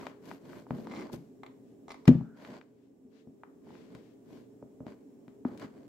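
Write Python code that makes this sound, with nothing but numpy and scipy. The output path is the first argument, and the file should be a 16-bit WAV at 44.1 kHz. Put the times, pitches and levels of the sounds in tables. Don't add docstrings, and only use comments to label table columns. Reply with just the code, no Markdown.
import sys
import numpy as np
from scipy import signal
from scipy.fft import rfft, irfft
from scipy.io import wavfile
from scipy.ndimage import uniform_filter1d

SR = 44100
rng = np.random.default_rng(int(sys.argv[2]) if len(sys.argv) > 2 else 0)


def wav_record(signal):
    frames = np.transpose(np.atleast_2d(signal))
    bounded = np.clip(frames, -1, 1)
    quanta = np.round(bounded * 32767).astype(np.int16)
    wavfile.write(sys.argv[1], SR, quanta)


N = 259308
TIME, HZ = np.arange(N) / SR, np.fft.rfftfreq(N, 1 / SR)
SHORT_HZ = np.fft.rfftfreq(4096, 1 / SR)
# f/Hz, left-right likeness (0 to 1)
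LIKENESS = [(60, 0.71), (300, 0.78), (640, 0.34), (1400, 0.05), (15000, 0.057)]


def boards():
    # t/s, level/dB, push f/Hz, spread/octaves, ring time as a share (a planted foot damps),
    # room send/dB
    footfalls = [(0.7066, -26.5, 308, 0.79, 0.8, -3.5), (0.728, -33, 270, 0.45, 1, -3.5),
                 (0.787, -40, 450, 0.78, 0.32, -4), (1.138, -30.5, 465, 0.92, 0.42, -22),
                 (1.158, -40, 277, 1, 1, -3.5), (2.0784, -4, 139, 0.56, 0.94, -25.5),
                 (2.0901, -3, 309, 0.3, 0.91, -14), (2.1108, -14.5, 165.4, 2, 0.79, -30.5),
                 (2.1517, -18, 206, 0.88, 0.81, -14.5), (2.21, -31, 220, 1.16, 0.76, -8),
                 (2.486, -40, 450, 0.45, 0.53, -16), (2.5006, -40, 300, 0.5, 0.48, -18),
                 (2.522, -39, 270, 0.3, 0.45, -20), (3.05, -46.5, 250, 0.27, 0.93, -9.5),
                 (3.273, -40, 328, 0.51, 0.62, -10), (3.95, -40, 252, 0.48, 0.44, -7),
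                 (4.627, -40.5, 485, 0.76, 0.45, -6.5), (4.806, -35.5, 450, 0.88, 0.46, -7),
                 (4.8666, -31.5, 417, 0.51, 0.3, -15), (5.281, -41, 338, 0.5, 0.32, -13),
                 (5.4526, -19.5, 277, 0.12, 0.56, -15.5), (5.645, -35, 298, 0.44, 0.48, -11)]
    # f/Hz, relative level/dB, t60/s at full ring
    floor_modes = [(66, -20.5, 0.25), (138.2, -0.5, 0.28), (166, 5.5, 0.16), (224.1, -13.5, 0.44),
                   (235.4, -8.5, 0.2), (251.1, -1, .14), (290.2, -15, .12), (321, -19, 0.1),
                   (453, -8.5, 0.049), (585, -13, 0.13), (736, -23.5, 0.16)]
    t, direct, spill = TIME[:SR // 2], np.zeros(N), np.zeros(N)
    hz, db, t60_s = np.transpose(floor_modes)[:, :, None]
    for s, level_db, push_hz, octaves, ring, room_db in footfalls:
        share = amp(db) * np.exp(-(np.log2(hz / push_hz) / octaves) ** 2 / 2)
        decay = np.exp(-np.log(1000) * t / (t60_s * ring))
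        modes = share * np.sin(2 * np.pi * hz * t) * decay
        thud = modes.sum(0) * (np.exp(-t / 0.0013) - 1)
        thud = amp(level_db) * thud / abs(thud).max()
        add(direct, s, thud)
        add(spill, s, amp(room_db) * thud)
    sound = direct * sides(db=2.6) + room(spill, wet_db=1.0, near_db=-0.5)
    sound = signal.lfilter(*signal.iirnotch(92, 3.5, fs=SR), sound)
    return signal.sosfilt(signal.butter(2, 70, "highpass", fs=SR, output="sos"), sound)


def squash(s=2.079, burst_db=-29, ooze_db=-58, ooze_s=0.045):
    after_s = np.maximum(TIME - s, 0)
    swell = amp(burst_db) * np.exp(-after_s / .006) + amp(ooze_db) * np.exp(-after_s / ooze_s)
    swell *= np.exp(np.minimum(TIME - s, 0) / 0.002)
    # f/Hz, level/dB
    colour = [(300, -2.5), (700, -2.0), (1000, -2.5), (1450, -1.0), (2000, -5.0), (2600, -5.5),
              (3400, -10.5), (7000, -17.5), (9000, -31.5), (16000, -29)]
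    tears = noise(read(colour, HZ), grain_db=5)
    burst = swell * tears * sides(db=6.5)
    return burst + room(burst, wet_db=-18, near_db=-12, near_s=.003)


def ticks():
    # t/s, level/dB, f/Hz, spread/octaves, left-right/dB, room send/dB
    contacts = [(0.031, -39.5, 1090, 0.76, 1, -19), (0.0681, -27, 754, 1.57, 6.5, -7.5),
                (0.3141, -31.5, 856, 1.18, 5.5, -13), (0.532, -41.5, 1330, 0.74, 6, -12),
                (0.57, -52, 2500, 2.5, 6, -9), (0.667, -44, 840, 0.72, -2, -13),
                (0.7075, -25.5, 570, 1.2, -0.5, -7), (0.786, -42, 527, 0.74, -9, -3),
                (0.8711, -36.5, 870, 0.86, 6, -10), (1.061, -42, 600, .7, 0, -6),
                (1.098, -42.5, 930, 0.48, 8, -17), (1.1393, -43, 690, 0.81, -5, -7),
                (2.078, -24, 1110, 1.77, 14, -10.5), (2.0797, -22, 1090, 1.7, 15.5, -19),
                (2.082, -19.5, 553, 1.4, -6.5, -8.5), (2.093, -35, 3000, 2.4, -1, -14),
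                (2.21, -43, 780, 0.75, -1.5, -4), (2.4495, -37, 1500, 1.17, 0, -6),
                (2.6132, -43.5, 1480, 1.02, 8, -17), (3.435, -36.5, 973, 0.9, 3.5, -8),
                (3.67, -51.5, 800, 0.56, -6, -14), (3.705, -47.5, 895, 0.49, -4, -9),
                (3.753, -47, 1220, 1.16, 2, -8), (3.95, -41.5, 1200, 1.86, 7, -2),
                (4.626, -39, 514, .85, -1, -8.5), (4.805, -40.5, 492, 0.88, -4.5, -1.5),
                (4.8668, -40, 640, 1.66, 5.5, -9), (5.281, -47.5, 790, 1.63, 6, -3.5),
                (5.4501, -30.5, 825, 0.81, 1, -3), (5.576, -43, 1800, 2.1, 8, 1),
                (5.598, -40.5, 1400, 2.4, 9, -9), (5.621, -40, 1170, 0.67, -4, -3),
                (5.647, -47, 1370, 1.4, -5, -8)]
    direct, spill = np.zeros((2, N)), np.zeros((2, N))
    for s, db, hz, octaves, pan_db, room_db in contacts:
        tick = amp(db) * sides(pan_db) * click(hump(hz, octaves, slope_db=24.5))
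        add(direct, s, tick)
        add(spill, s, amp(room_db) * tick)
    scatter = room(direct, wet_db=-30, near_db=-4, near_s=.003)
    return direct + scatter + room(spill, wet_db=0, near_db=-20)


def creaks(chatter_s=0.00029):
    # t/s, relative level/dB
    single_slips = [(0.871, -37.5), (1.01, -37), (1.434, -35), (1.464, -32), (1.8821, -34.5), (1.8928, -31),
                    (1.9045, -32.5), (1.908, -32), (1.9183, -28.5), (1.9432, -31), (2.055, -33)]
    # f/Hz, level/dB
    shoe_colour = [(200, -9), (600, 3.5), (820, -3.5), (990, 5.5), (1400, -8), (1750, -7.5), (2150, -3.5),
                   (2600, -14.5), (3200, -15.5), (4800, -17.5), (7200, -24.5), (9500, -38.5),
                   (16000, -40.5)]
    slips = np.zeros(N)
    for s, db in single_slips:
        slips[round(s * SR)] += amp(db)
    bend = stroke(s=0.96, rise_s=0.072, fall_s=.085)
    wander = unit(uniform_filter1d(rng.standard_normal(N), size=200))
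    slips_per_s = 170 * bend ** .2 * np.exp(.1 * wander)
    count = np.floor(np.cumsum(slips_per_s) / SR)
    run = np.diff(count, prepend=0) > 0
    slips += run * np.sqrt(bend) * amp(-33 + 2 * rng.standard_normal(N))
    fade = np.exp(-TIME[:SR // 50] / chatter_s)
    envelope = signal.fftconvolve(slips, fade / np.linalg.norm(fade))[:N]
    chatter = envelope * rng.standard_normal(N)
    snaps = through(chatter + slips, click(read(shoe_colour, SHORT_HZ)))
    around = room(snaps, wet_db=-4, near_db=1, near_s=.003)
    return (snaps + around) * amp(db=-5.5) * sides(db=0.0)


def scuffs(crumbs_per_s=350):
    # rubbing/dB, fine hiss/dB, rumble in the boards/dB
    strokes = [(0.0, .02, 0.15, -50.5, -69.5, -48.5), (0.301, .1, 0.1, -55.5, -66, -51.5),
               (0.54, 0.15, 0.13, -57.5, -69, -49.5), (0.79, 0.14, .11, -60.5, -71, -46.5),
               (0.99, 0.17, 0.14, -52, -78, -44), (1.136, 0.022, 0.038, -54.5, -57.5, -42),
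               (2.47, 0.14, 0.094, -54.5, -73, -55), (2.555, 0.062, 0.058, -54, -85, -53),
               (3.72, 0.12, 0.23, -65, -85, -54), (3.95, 0.073, 0.097, -63.5, -84, -54),
               (4.35, .13, 0.11, -66.5, -76, -53), (4.882, 0.033, 0.086, -57.5, -86.5, -49.5),
               (5.47, 0.021, 0.037, -61.5, -76, -52), (5.541, .07, 0.064, -62, -92, -47),
               (5.632, 0.05, 0.044, -48.5, -75, -46), (5.79, 0.091, 0.13, -67, -95, -55)]
    # f/Hz, level/dB
    rub_colour = [(250, -13.5), (600, 8.5), (800, 1), (1020, 5.5), (1250, -2.5), (1500, -1.5), (2100, -4),
                  (2600, -10), (3100, -13), (4100, -15), (4800, -14), (5700, -22), (7300, -20),
                  (9500, -33.5), (16000, -35)]
    # f/Hz, level/dB
    hiss_colour = [(2000, 2), (6000, -3), (9500, -9), (14000, -2), (16000, -22)]
    # f/Hz, level/dB
    rumble_colour = [(25, -34), (70, -16), (125, -7), (230, 2.5), (400, -2.5), (600, -12), (1000, -30),
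                     (3000, -51)]
    rub_law, hiss_law, rumble_law = 1.22, 1.1, 0.96
    level = np.zeros((3, N))
    for s, rise_s, fall_s, rub_db, hiss_db, rumble_db in strokes:
        speed = stroke(s, rise_s, fall_s)
        level[0] += amp(rub_db) * speed ** rub_law
        level[1] += amp(hiss_db) * speed ** hiss_law
        level[2] += amp(rumble_db) * speed ** rumble_law
    level = linger(level)
    catch = amp(0.56 * unit(uniform_filter1d(rng.standard_normal(N), size=160)))
    rub = level[0] * catch * noise(read(rub_colour, HZ), grain_db=1.5) * amp(-3.0) * sides(db=3)
    hits = (rng.random(N) < crumbs_per_s / SR) * rng.standard_normal(N)
    crumbs = through(hits, click(read(rub_colour, SHORT_HZ)))
    around = room(crumbs, wet_db=-9, near_db=0, near_s=.0015)
    crackle = level[0] * unit(crumbs + around) * amp(-2.5)
    hiss = level[1] * noise(read(hiss_colour, HZ), grain_db=4) * amp(0.5) * sides(db=7.5)
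    rumble = level[2] * noise(read(rumble_colour, HZ)) * amp(0.5)
    return rub + crackle + hiss + rumble


def squeal(width_hz=170):
    s, start_hz, hz_per_s = 2.28, 1420, 650
    flutter = noise(-20 * np.log10(1 + (HZ / width_hz) ** 2))
    turn = np.exp(2j * np.pi * np.cumsum(start_hz + hz_per_s * (TIME - s)) / SR)
    rasp = (flutter + 1j * flutter[:, ::-1]) * turn
    return rasp.real * amp(-70) * np.sqrt(stroke(s, rise_s=0.14, fall_s=0.26))


def rustles():
    # t/s when fastest, speeding up/s, slowing down/s, relative level/dB
    shifts = [(1.69, 0.068, .08, -84), (2.84, 0.13, 0.068, -85), (3.185, 0.093, 0.064, -73.5),
              (3.77, 0.14, 0.22, -71), (4.06, 0.12, 0.12, -76), (4.35, 0.077, 0.13, -73.5)]
    # f/Hz, level/dB
    cloth_colour = [(500, -10), (1500, 0.5), (2700, -1.5), (5000, -7.5), (7000, -12.5), (10000, -23),
                    (16000, -28)]
    level = sum(amp(db) * stroke(s, rise_s, fall_s) for s, rise_s, fall_s, db in shifts)
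    return linger(level) * noise(read(cloth_colour, HZ), grain_db=2.5) * sides(db=7.0)


def hum():
    # f/Hz, relative level/dB
    air_colour = [(18, -99.5), (30, -37.5), (237, -8), (270, -7), (299, -9), (443, -16), (561, -19.5),
                  (1050, -36), (1230, -36.5), (1330, -45.5), (1440, -40.5), (4660, -51), (6720, -47),
                  (9430, -52), (15500, -50.5)]
    # f/Hz, width/Hz, relative level/dB
    hum_bands = [(120.9, 4, -80), (269, 35, -67), (404, 33, -70), (438.7, 10, -74.5), (5430, 60, -102),
                 (7480, 1500, -96.5)]
    power = 0
    for hz, width_hz, db in hum_bands:
        resonance = unit(1 / (1 + (2 * (HZ - hz) / width_hz) ** 2))
        power = power + (amp(db) * resonance) ** 2
    bands = np.sqrt(power.mean()) * noise(10 * np.log10(power))
    wash = amp(-65.5) * noise(read(air_colour, HZ))
    dip = stroke(s=2.82, rise_s=0.71, fall_s=0.96)
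    return (wash + bands) * amp(7.5 - 5.5 * dip)


def room(x, wet_db, near_db, near_s=0.011):
    # f/Hz, t60/s
    reverb = [(100, .33), (300, .34), (1000, .36), (2500, .38), (6000, .4), (9000, .3), (16000, .2)]
    taps = rng.standard_normal((2, SR // 2))
    hz, t, z = signal.stft(taps, SR, nperseg=256)
    same = np.clip(read(LIKENESS, hz), 0, 1)[:, None]
    z[1] = same * z[0] + np.sqrt(1 - same ** 2) * z[1]
    tail = signal.istft(z * amp(-60 * t / read(reverb, hz)[:, None]), SR, nperseg=256)[1]
    t = TIME[:tail.shape[1]]
    near = tail * np.exp(-t / near_s) * (t > .0005)
    tail = tail * np.minimum(t / 0.0026, 1)
    wet = amp(wet_db) * tail / np.linalg.norm(tail[0])
    scatter = amp(near_db) * near / np.linalg.norm(near[0])
    return through(x, wet + scatter)


def stroke(s, rise_s, fall_s):
    u = np.linspace(-1, 1, 129)
    return np.interp(TIME, s + u * np.where(u < 0, rise_s, fall_s), (1 - u ** 2) ** 1.5)


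def linger(level, share_db=-9, fade_s=.035):
    keep = np.exp(-1 / (fade_s * SR))
    power = level ** 2 + 1e-20
    return np.sqrt(power + amp(share_db) ** 2 * signal.lfilter([1 - keep], [1, -keep], power))


def leaning(x):
    # f/Hz, left-right/dB
    lean = [(200, 1), (450, -2), (800, -4), (1400, -1.5), (2200, 2), (4000, 5.5), (7000, 3.5), (14000, -4)]
    return irfft(rfft(x) * amp(np.outer([.5, -.5], read(lean, HZ))), N)


def noise(db, grain_db=0):
    grain = amp(grain_db * np.minimum(rng.exponential(1, (2, N)), 6))
    a, b = rfft(rng.standard_normal((2, N)) * grain)
    same = np.clip(read(LIKENESS, HZ), 0, 1)
    return unit(irfft(np.array([a, same * a + np.sqrt(1 - same ** 2) * b]) * amp(db), N))


def click(db):
    log_gain = np.log(amp(np.maximum(db - db.max(), -90)))
    circle = np.concatenate([log_gain, log_gain[-2:0:-1]])
    pulse = np.fft.ifft(np.exp(np.conj(signal.hilbert(circle)))).real[:len(db)]
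    return pulse / abs(pulse).max()


def hump(hz, octaves, slope_db):
    return slope_db * (1 - np.hypot(1, np.log2((SHORT_HZ + 1) / hz) / octaves))


def through(x, response):
    return signal.fftconvolve(np.atleast_2d(x), np.atleast_2d(response), axes=1)[:, :N] * np.ones((2, 1))


def add(mix, s, sound):
    part = mix[..., round(s * SR):][..., :sound.shape[-1]]
    part += sound[..., :part.shape[-1]]


def sides(db):
    return amp(np.array([[db], [-db]]) / 2)


def read(points, hz):
    f, value = np.transpose(points)
    return np.interp(np.log(hz + 1), np.log(f + 1), value)


def unit(x):
    return x / np.sqrt(np.mean(x ** 2) + 1e-20)


def amp(db):
    return 10 ** (np.asarray(db) / 20)


def scene():
    shoe_contacts = boards() + squash() + ticks() + creaks()
    rubbing = leaning(scuffs() + rustles())
    return shoe_contacts + rubbing + squeal() + hum()


def record(dry):
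    lowpass = signal.firwin(511, 15850, window=("kaiser", 9), fs=SR)
    return signal.oaconvolve(np.clip(dry, -1, 1), lowpass[None], "same")


dry = scene()
out = record(dry)
wav_record(out)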